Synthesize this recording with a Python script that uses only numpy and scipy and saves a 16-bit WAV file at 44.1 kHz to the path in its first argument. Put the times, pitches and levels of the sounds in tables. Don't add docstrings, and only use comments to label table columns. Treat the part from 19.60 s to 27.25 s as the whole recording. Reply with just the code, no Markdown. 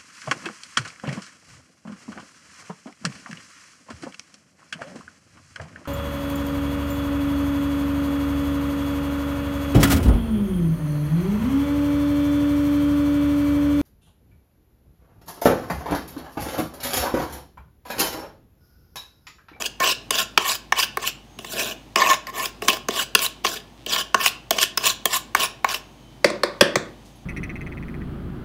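import sys
import numpy as np
from scipy import signal
from scipy.fft import rfft, irfft, next_fast_len
from scipy.io import wavfile
from scipy.ndimage import uniform_filter1d, map_coordinates

SR = 44100
rng = np.random.default_rng(int(sys.argv[2]) if len(sys.argv) > 2 else 0)


def file_out(sig):
    cols = np.atleast_2d(sig).T
    lim = np.clip(cols, -1, 1)
    pcm = np.round(lim * 32767).astype(np.int16)
    wavfile.write(sys.argv[1], SR, pcm)


N = 337365
TIME = np.arange(N) / SR

# bite t/s, full-speed t/s, lift t/s; drag level/dB at these three moments, before judder;
# thud and grit hiss relative level/dB at full speed; wall relative level/dB at bite, at lift;
# squeak f/Hz at bite, at lift
PULLS = [(0.0, 0.022, 0.062, -33, -33.5, -33.5, -5.5, -6, -4, -10, 3080, 2930),
         (0.206, 0.25, 0.32, -26, -24, -21.5, -9, -8.5, 0, -9, 2050, 4500),
         (0.512, 0.594, 0.63, -32.5, -20.5, -28.5, -18.5, -8, -9, -8.5, 3230, 3450),
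         (0.779, 0.91, 0.95, -40.5, -24, -27, -22, -2.5, 6, -7, 2590, 4530),
         (1.142, 1.192, 1.238, -44, -20, -22.5, -24, -6.5, 1.5, -11.5, 2520, 3000),
         (1.394, 1.483, 1.495, -43.5, -21, -31.5, -21, -4, 3.5, -20, 2300, 3140),
         (1.79, 1.89, 1.94, -50.5, -44, -37, -6.5, -1.5, -8, -14, 2930, 3400),
         (1.937, 2.06, 2.128, -28, -26, -37, -10.5, -6, -16, -8.5, 2270, 2840),
         (2.363, 2.47, 2.546, -27, -21.5, -23, -11.5, -10.5, 4, -0.5, 2120, 1950),
         (2.675, 2.695, 2.695, -41.5, -41, -46, -4, -2.5, 2, 7.5, 1850, 2040),
         (2.729, 2.763, 2.867, -47.5, -32, -29, -7.5, -6, 3.5, -5.5, 1860, 2830),
         (3.025, 3.053, 3.09, -42.5, -41.5, -47, 4.5, -1, 5, -9, 3930, 4200),
         (3.084, 3.11, 3.172, -21.5, -29, -33, -6.5, -6.5, -3, -2.5, 3250, 3000),
         (3.305, 3.396, 3.425, -35.5, -24.5, -26, -14.5, -5.5, -4, -4.5, 3500, 3320),
         (3.573, 3.64, 3.653, -40, -25, -23, -23, 0.5, -4, -6.5, 3020, 3970),
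         (3.846, 3.924, 3.976, -30.5, -31.5, -36.5, -8.5, -5.5, -12, -13, 3220, 3485),
         (4.27, 4.324, 4.415, -39, -22, -28, -15, -8.5, -9, -8, 3000, 3450),
         (4.574, 4.617, 4.678, -39, -28, -20, -18.5, -6.5, -3, -10.5, 2000, 2780),
         (4.927, 4.954, 4.99, -31, -35, -32.5, -0.5, -8, -3, -7, 2930, 3150),
         (4.984, 5.04, 5.04, -25, -13, -21, -24.5, -5.5, -9, -12.5, 3060, 3410),
         (5.191, 5.268, 5.307, -43, -19.5, -22, -18.5, -2.5, -4.5, -5.5, 3097, 3670),
         (5.468, 5.54, 5.572, -44, -24, -25, -24, -2, -1, -2, 3120, 4000),
         (5.766, 5.846, 5.865, -30.5, -19.5, -26.5, -17, -6, -9, -4, 3540, 2600),
         (6.061, 6.1, 6.128, -42.5, -25, -27, -17.5, -8, 1, -7.5, 2190, 2970),
         (6.141, 6.15, 6.162, -27, -22.5, -26, -17, -5, -11, -9, 2810, 2850)]
# t/s, peak level/dB, wall, thud and click relative level/dB, clack f/Hz
LANDINGS = [(0.2008, -14.5, -8, -5, -0.5, 1830), (0.5063, -4.5, -9, -17.5, -4.5, 3500),
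            (0.7752, 1.5, -3, -19, -16.5, 3000), (1.1218, -5.5, 5, -21, -18, 1719),
            (1.3705, -17, 7.5, -6, -2, 1510), (1.788, -25, -7, -4.5, -7, 2940),
            (1.8454, -25.5, 0, -16, -20, 2780), (2.3578, -2, -4.5, -14, -19, 2660),
            (2.6687, -20, -16, -23, -12, 1840), (3.0205, -18, -4, -2.5, -7, 2640),
            (3.0825, -2, -3.5, -14, -12.5, 4900), (3.2849, -11.5, -2.5, -2, -10, 1990),
            (3.55, 2.5, -11, -19, -3.5, 2860), (3.8471, -10, 0.5, -9.5, -22, 2850),
            (4.2626, -16.5, -25, -12, -5.5, 3005), (4.5439, -1.5, -0.5, -13, -32, 1550),
            (4.9072, -5.5, -6.5, -6, 2, 3324), (5.1739, -6, -9.5, -21, -3, 5100),
            (5.455, -6, -2, -12.5, 4, 3200), (5.7482, -6.5, 4, -17.5, -8.5, 1490),
            (6.0442, -11.5, 8, -14, -3, 1560)]
# t/s, peak level/dB, wall relative level/dB, contact t/s
SKIPS = [(0.0213, -14, -11, .001), (0.0564, -13.5, -20, 0.0038), (0.2621, -14, -3, .0016),
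         (0.3003, -18, -22, .0015), (0.8937, -12, -20, 0.0022), (1.2256, -10, -13, .0035),
         (1.4745, -11.5, -11, 0.0018), (1.993, -15, -11, 0.0022), (2.4169, -12, 1, .004),
         (2.5003, -13.5, 2, .003), (2.8558, -11, -20, 0.0012), (2.698, -30, -6, 0.0016),
         (3.307, -19, -10, 0.0016), (3.582, -28.5, -18, .0015), (3.5908, -10.5, -14, .0011),
         (3.6255, -21, -18, 0.0017), (3.6621, -13, -9, 0.0015), (3.8516, -10.5, -4, 0.00194),
         (3.8655, -8, -16, .001), (3.8712, -14, -7, 0.0022), (4.0, -34, -21, .0015),
         (4.3322, -14.5, -9, 0.0018), (4.361, -13.5, -5, 0.0011), (4.66, -1.5, -8.5, .002),
         (4.9849, -8, -4.5, 0.0018), (5.028, -1, -29, .0012), (5.2376, -21, -5, 0.0014),
         (5.2738, -11, -22, 0.0014), (5.53, -16.5, -8, 0.0013), (6.088, -16, -15, .002),
         (6.143, -13.5, -7, 0.0014)]
# t/s, half length t/s, level/dB
GRIPS = [(0.22, 0.016, -19.5), (0.858, .012, -27), (1.444, .008, -27.5), (2.422, 0.007, -10.5),
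         (2.512, .014, -14), (2.689, .015, -35), (2.802, .01, -23), (3.61, .012, -35), (4.366, .008, -29),
         (4.609, .012, -25.5)]
# t/s, peak level/dB, clack f/Hz
TAPS = [(6.6438, -0.5, 1710), (6.7007, -18.5, 1550), (6.8333, -6, 1550), (7.0092, 3.5, 2260),
        (7.1555, -5, 1700)]
# from t/s, to t/s, slip rate f/Hz, peak level/dB, resonance f/Hz, width f/Hz
CREAK = (4.178, 4.252, 130, -39, 3000, 2600)
# t/s, fading t/s per 20 dB, level/dB, centre f/Hz, width f/Hz
RUSTLES = [(7.45, .12, -54, 5000, 7000), (7.555, .06, -58, 10800, 2000)]

# f/Hz, width f/Hz, relative level/dB
SPOON_MODES = [(1406, 153, -5), (1728, 170, -2.5), (1950, 370, -10), (2060, 430, -11.5), (2614, 384, -3),
               (3000, 200, 0), (3330, 296, -3.5), (4000, 790, -7), (4900, 440, -2), (5570, 550, -3.5),
               (6295, 1070, -5.5)]
WALL_MODES = [(770, 110, -12), (930, 140, -12), (1075, 80, 0), (1250, 200, -13), (1790, 95, -6),
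              (2230, 90, -11)]
WOOD_BOWL_MODES = [(205.5, 56, -5), (283, 140, -6.5), (368.6, 56, -0.5), (437.5, 49.5, 0), (666, 45, 2.5)]
EDGE_MODES = [(6990, 550, 1.5), (8300, 4600, -3.5), (11280, 1130, -1), (12980, 560, 0), (15330, 2900, -3.5)]
RIM_MODES = [(1486, 134, 1.5), (1765, 330, 2.5), (2460, 560, -4), (3420, 320, -1.5), (4570, 1000, -5.5),
             (5780, 1700, -7.5), (7940, 2700, -15), (11300, 4000, -24)]
SIDE_MODES = [(470, 60, -6), (575, 60, 0), (690, 130, -11), (900, 250, -15), (1180, 220, -11)]
FILLED_MODES = [(136, 57.96, -8.5), (223.01, 48, -1), (302, 49, -1), (366, 65, 0.5)]

GROWTH = (.3, 1.25)
DRIFT_DB_PER_S = (-27.5, 10)
# f/Hz, relative level/dB per Hz
DRONE_SPECTRUM = [(30, -38), (75, -10.5), (100, -2.5), (135, 1.5), (165, -7.5), (200, -1.5), (340, -4.5),
                  (420, -13), (800, -10.5), (1500, -23), (3200, -21), (7000, -31.5), (16000, -39)]
# f/Hz, level/dB, waver level/dB, phase drift/rad
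TONES = [(52.5, -54, 1, .2), (3060, -73, 6, 0.88), (5950, -75, -1.5, 1.5), (6500, -74.5, 6, 1.5)]
# f/Hz, t60 t/s
KITCHEN_DECAY = [(100, 0.65), (700, 0.46), (1840, 0.39), (4850, 0.32), (12800, 0.15)]

BITE_S, LIFT_DB_PER_S = 0.0072, 951
LANDING_CONTACT_S, TAP_CONTACT_S = 0.001627, 0.0019
SKIP_THUD_DB, SKIP_CLICK_DB = -24, -6.5
TAP_SIDE_DB, TAP_THUD_DB, TAP_CLICK_DB = -1.5, -10.5, -28
DRONE_DB = -48
DULL_FROM_HZ, TOP_HZ = 15650, 16688


def amp(db):
    return 10 ** (np.asarray(db) / 20)


def unit(x):
    return x / np.sqrt(np.mean(x ** 2) + 1e-20)


def along(points, hz):
    f, v = np.transpose(points)
    return np.interp(np.log(hz + 1), np.log(f + 1), v)


def wobble(rate):
    knots = rng.standard_normal(int(N * rate / SR) + 4)
    return map_coordinates(knots, [TIME * rate])


def filtered(x, response):
    m = next_fast_len(len(x) + 8192)
    return irfft(rfft(x, m) * response(np.fft.rfftfreq(m, 1 / SR)), m)[:len(x)]


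def body(modes, shift_db=0):
    centre, width, db = (np.transpose(modes) + np.outer([0, 0, 1], shift_db))[:, :, None]
    gain = (-1.) ** np.arange(len(centre))[:, None] * amp(db)

    def response(f):
        damping = 1j * f * width
        return np.sum(gain * damping / (centre * centre - f * f + damping), axis=0)
    return response


def grit(per_second, spread_db, smooth_db):
    crowd = per_second * amp(3 * wobble(120))
    size = amp(spread_db * np.minimum(rng.exponential(size=N), 3.5))
    snaps = (rng.random(N) < crowd / SR) * size * rng.standard_normal(N)
    return unit(snaps) + amp(smooth_db) * rng.standard_normal(N)


def squeak_hz():
    rows = np.array(PULLS)
    return np.interp(TIME, rows[:, [0, 2]].ravel(), rows[:, -2:].ravel())


def stroke_levels():
    level_db = np.full((4, N), -120.)
    for bite, full, lift, bite_db, full_db, lift_db, thud_db, hiss_db, *wall_db in np.array(PULLS)[:, :-2]:
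        on = (TIME > bite - BITE_S) & (TIME < lift + .06)
        t = TIME[on]
        drag_db = np.interp(t, [bite, full, lift], [bite_db, full_db, lift_db])
        bite_loss_db = 15 * np.clip((bite - t) / BITE_S, 0, 1)
        lift_loss_db = LIFT_DB_PER_S * np.clip(t - lift, 0, None)
        growth_db = np.outer(GROWTH, drag_db - full_db)
        drift_db = np.outer(DRIFT_DB_PER_S, t - full)
        thud, hiss = full_db + np.c_[[thud_db, hiss_db]] + growth_db + drift_db
        wall = drag_db + np.interp(t, [bite, lift], wall_db)
        db = np.array([drag_db, wall, thud, hiss]) - bite_loss_db - lift_loss_db
        level_db[:, on] = np.maximum(level_db[:, on], db)
    return level_db


def sliding(x, centre_hz, boost_db, octaves, patchy_db):
    hz, t, z = signal.stft(x, SR, nperseg=256)
    centre = np.interp(t, TIME, centre_hz)
    octaves_above = np.log2((hz[:, None] + 1) / centre)
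    glide_db = boost_db * np.exp(-.5 * (octaves_above / octaves) ** 2)
    dulling_db = -3.56 * np.clip(octaves_above, 0, 1.5)
    patches = uniform_filter1d(rng.standard_normal(z.shape), 4, axis=0)
    patches = unit(uniform_filter1d(patches, 6, axis=1))
    coloured = z * amp(glide_db + dulling_db + patchy_db * patches)
    return unit(signal.istft(coloured, SR, nperseg=256)[1][:N])


def scraping(squeak, levels_db):
    force = grit(per_second=2500, spread_db=2.5, smooth_db=-0.5)
    slid = sliding(force, squeak, boost_db=4, octaves=0.22, patchy_db=4.5)
    judder = wobble(70)
    # modes, driving force, judder depth/dB, locking exponent
    parts = [(SPOON_MODES, slid, 2.3, 0.069), (WALL_MODES, force, 2.5, 0.74),
             (WOOD_BOWL_MODES, force, 1.1, 0.45), (EDGE_MODES, slid, 2.74, 0.16)]
    layers = []
    for (modes, push, depth_db, lock), db in zip(parts, levels_db):
        shake = unit(filtered(push, body(modes)))
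        swing = np.sqrt(np.abs(uniform_filter1d(shake ** 2, size=500)) + 1e-3)
        layers.append(amp(db + depth_db * judder) * unit(shake / swing ** lock))
    spoon, wall, bowl, edge = layers
    return np.array([spoon + wall + bowl + edge, spoon + amp(-4.5) * wall + bowl + edge])


def blows(events, bodies, scatter_db, lag, clack_db):
    out, t = np.zeros((2, N + SR)), np.arange(SR // 8) / SR
    for s, db, *relative_db, clack_hz, contact in events:
        u = t / max(contact, 2e-4)
        noise = rng.standard_normal(len(t))
        shock = 1. * (np.arange(len(t)) == round(.7 * contact * SR))
        struck = sorted(bodies[0] + [(clack_hz, 260, clack_db)])
        groups = zip((struck, *bodies[1:]), db + np.r_[0, relative_db],
                     (.9, 1.1, 1.2, 1.6),
                     (0.72, 0.27, 0.3, 1.0),
                     (0, 0, lag, 0),
                     (0, -1.5, 1, -2))
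        for modes, level_db, haste, rough, late, far_db in groups:
            chatter = noise * (haste * u) * np.exp(-haste * u)
            push = rough * chatter / np.linalg.norm(chatter) + (1 - rough) * shock
            response = body(modes, rng.normal(0, scatter_db, len(modes)))
            near = filtered(push, response)
            near /= np.abs(near).max()
            far = amp(far_db) * unit(filtered(shock, response)) * np.std(near)
            out[:, round((s + late) * SR):][:, :len(t)] += amp(level_db) * np.array([near, far])
    return out[:, :N]


def wood_blows(events):
    bodies = (SPOON_MODES, WALL_MODES, WOOD_BOWL_MODES, EDGE_MODES)
    return blows(events, bodies, scatter_db=3.5, lag=0.00205, clack_db=9.5)


def skips(squeak, levels_db):
    drag_db, *_, hiss_db = levels_db
    events = []
    for s, db, wall_db, contact in SKIPS:
        i = round(s * SR)
        click_db = SKIP_CLICK_DB + hiss_db[i] - drag_db[i]
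        events.append((s, db, wall_db, SKIP_THUD_DB, click_db, squeak[i], contact))
    return wood_blows(events)


def appliance():
    drone = unit(filtered(rng.standard_normal(N), lambda hz: amp(along(DRONE_SPECTRUM, hz))))
    out = amp(DRONE_DB + 1.2 * wobble(3)) * drone
    for hz, db, waver_db, drift in TONES:
        level = np.sqrt(2) * amp(db + waver_db * wobble(8.2))
        out += level * np.sin(2 * np.pi * hz * TIME + drift * wobble(6.7))
    return out


def kitchen(x, gap):
    out, step = np.zeros(N + 2 * SR), SR // 4
    for start in range(0, N, step):
        hz, t, z = signal.stft(rng.standard_normal(SR // 2), SR, nperseg=256)
        decay = amp(-60 * t / along(KITCHEN_DECAY, hz)[:, None])
        tail = signal.istft(z * decay, SR, nperseg=256)[1]
        wet = signal.fftconvolve(x[start:start + step], tail / np.linalg.norm(tail))
        out[start + round(gap * SR):][:len(wet)] += wet
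    return out[:N]


def landings():
    return wood_blows([(*row, LANDING_CONTACT_S) for row in LANDINGS])


def singing():
    out = np.zeros(N)
    sharp = [(hz, note_db) for hz, width, note_db in WALL_MODES if width < 100]
    for s, half, db in GRIPS:
        detune, phase = rng.standard_normal(2)
        swell_db = db - np.where(TIME < s, 14, 6) * ((TIME - s) / half) ** 2
        for hz, note_db in sharp:
            angle = 2 * np.pi * hz * (1 + 0.021 * detune) * (TIME - s) + 2 * phase
            out += np.sqrt(2) * amp(swell_db + note_db) * np.sin(angle)
    return out


def creak():
    t0, t1, rate, db, hz, width = CREAK
    slips = np.zeros(N)
    times = np.arange(t0, t1, 1 / rate)
    jittered = times + rng.normal(0, .0004, len(times))
    slips[np.round(jittered * SR).astype(int)] = amp(rng.normal(0, 1.5, len(times)))
    out = filtered(slips, lambda f: body([(hz, width, 0)])(f) ** 2)
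    return out * amp(db) / np.abs(out).max()


def taps():
    events = [(s, db, TAP_SIDE_DB, TAP_THUD_DB, TAP_CLICK_DB, hz, TAP_CONTACT_S) for s, db, hz in TAPS]
    bodies = (RIM_MODES, SIDE_MODES, FILLED_MODES, EDGE_MODES)
    return blows(events, bodies, scatter_db=2.5, lag=0.00848, clack_db=-7.5)


def rustles():
    out = np.zeros(N)
    for s, fade, db, hz, width in RUSTLES:
        age = np.clip(TIME - s, 0, None)
        shape = amp(db - 20 * age / fade) * (1 - np.exp(-age / 0.0032))
        out += shape * unit(filtered(rng.standard_normal(N), lambda f: body([(hz, width, 0)])(f) ** 2))
    return out


def scene():
    squeak, levels_db = squeak_hz(), stroke_levels()
    rub, rub_far = scraping(squeak, levels_db)
    wood, wood_far = skips(squeak, levels_db) + landings()
    sung = singing()
    plastic, plastic_far = taps()
    rub_far = rub_far + amp(-7) * sung
    sent = amp(-13.5) * rub_far + amp(-14) * wood_far + amp(-10.5) * plastic_far
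    room = kitchen(sent, gap=0.0074)
    return (rub + sung + wood + plastic + room + creak() + rustles() + appliance())[None]


def record(dry):
    hard = 12
    clipped = dry[0] / (1 + np.abs(dry[0]) ** hard) ** (1 / hard)

    def response(hz):
        dulled = amp(-32 * np.clip((hz - DULL_FROM_HZ) / 300, 0, 1))
        return (hz < TOP_HZ) * dulled
    return filtered(clipped, response)[None]


dry = scene()
out = record(dry)
file_out(out)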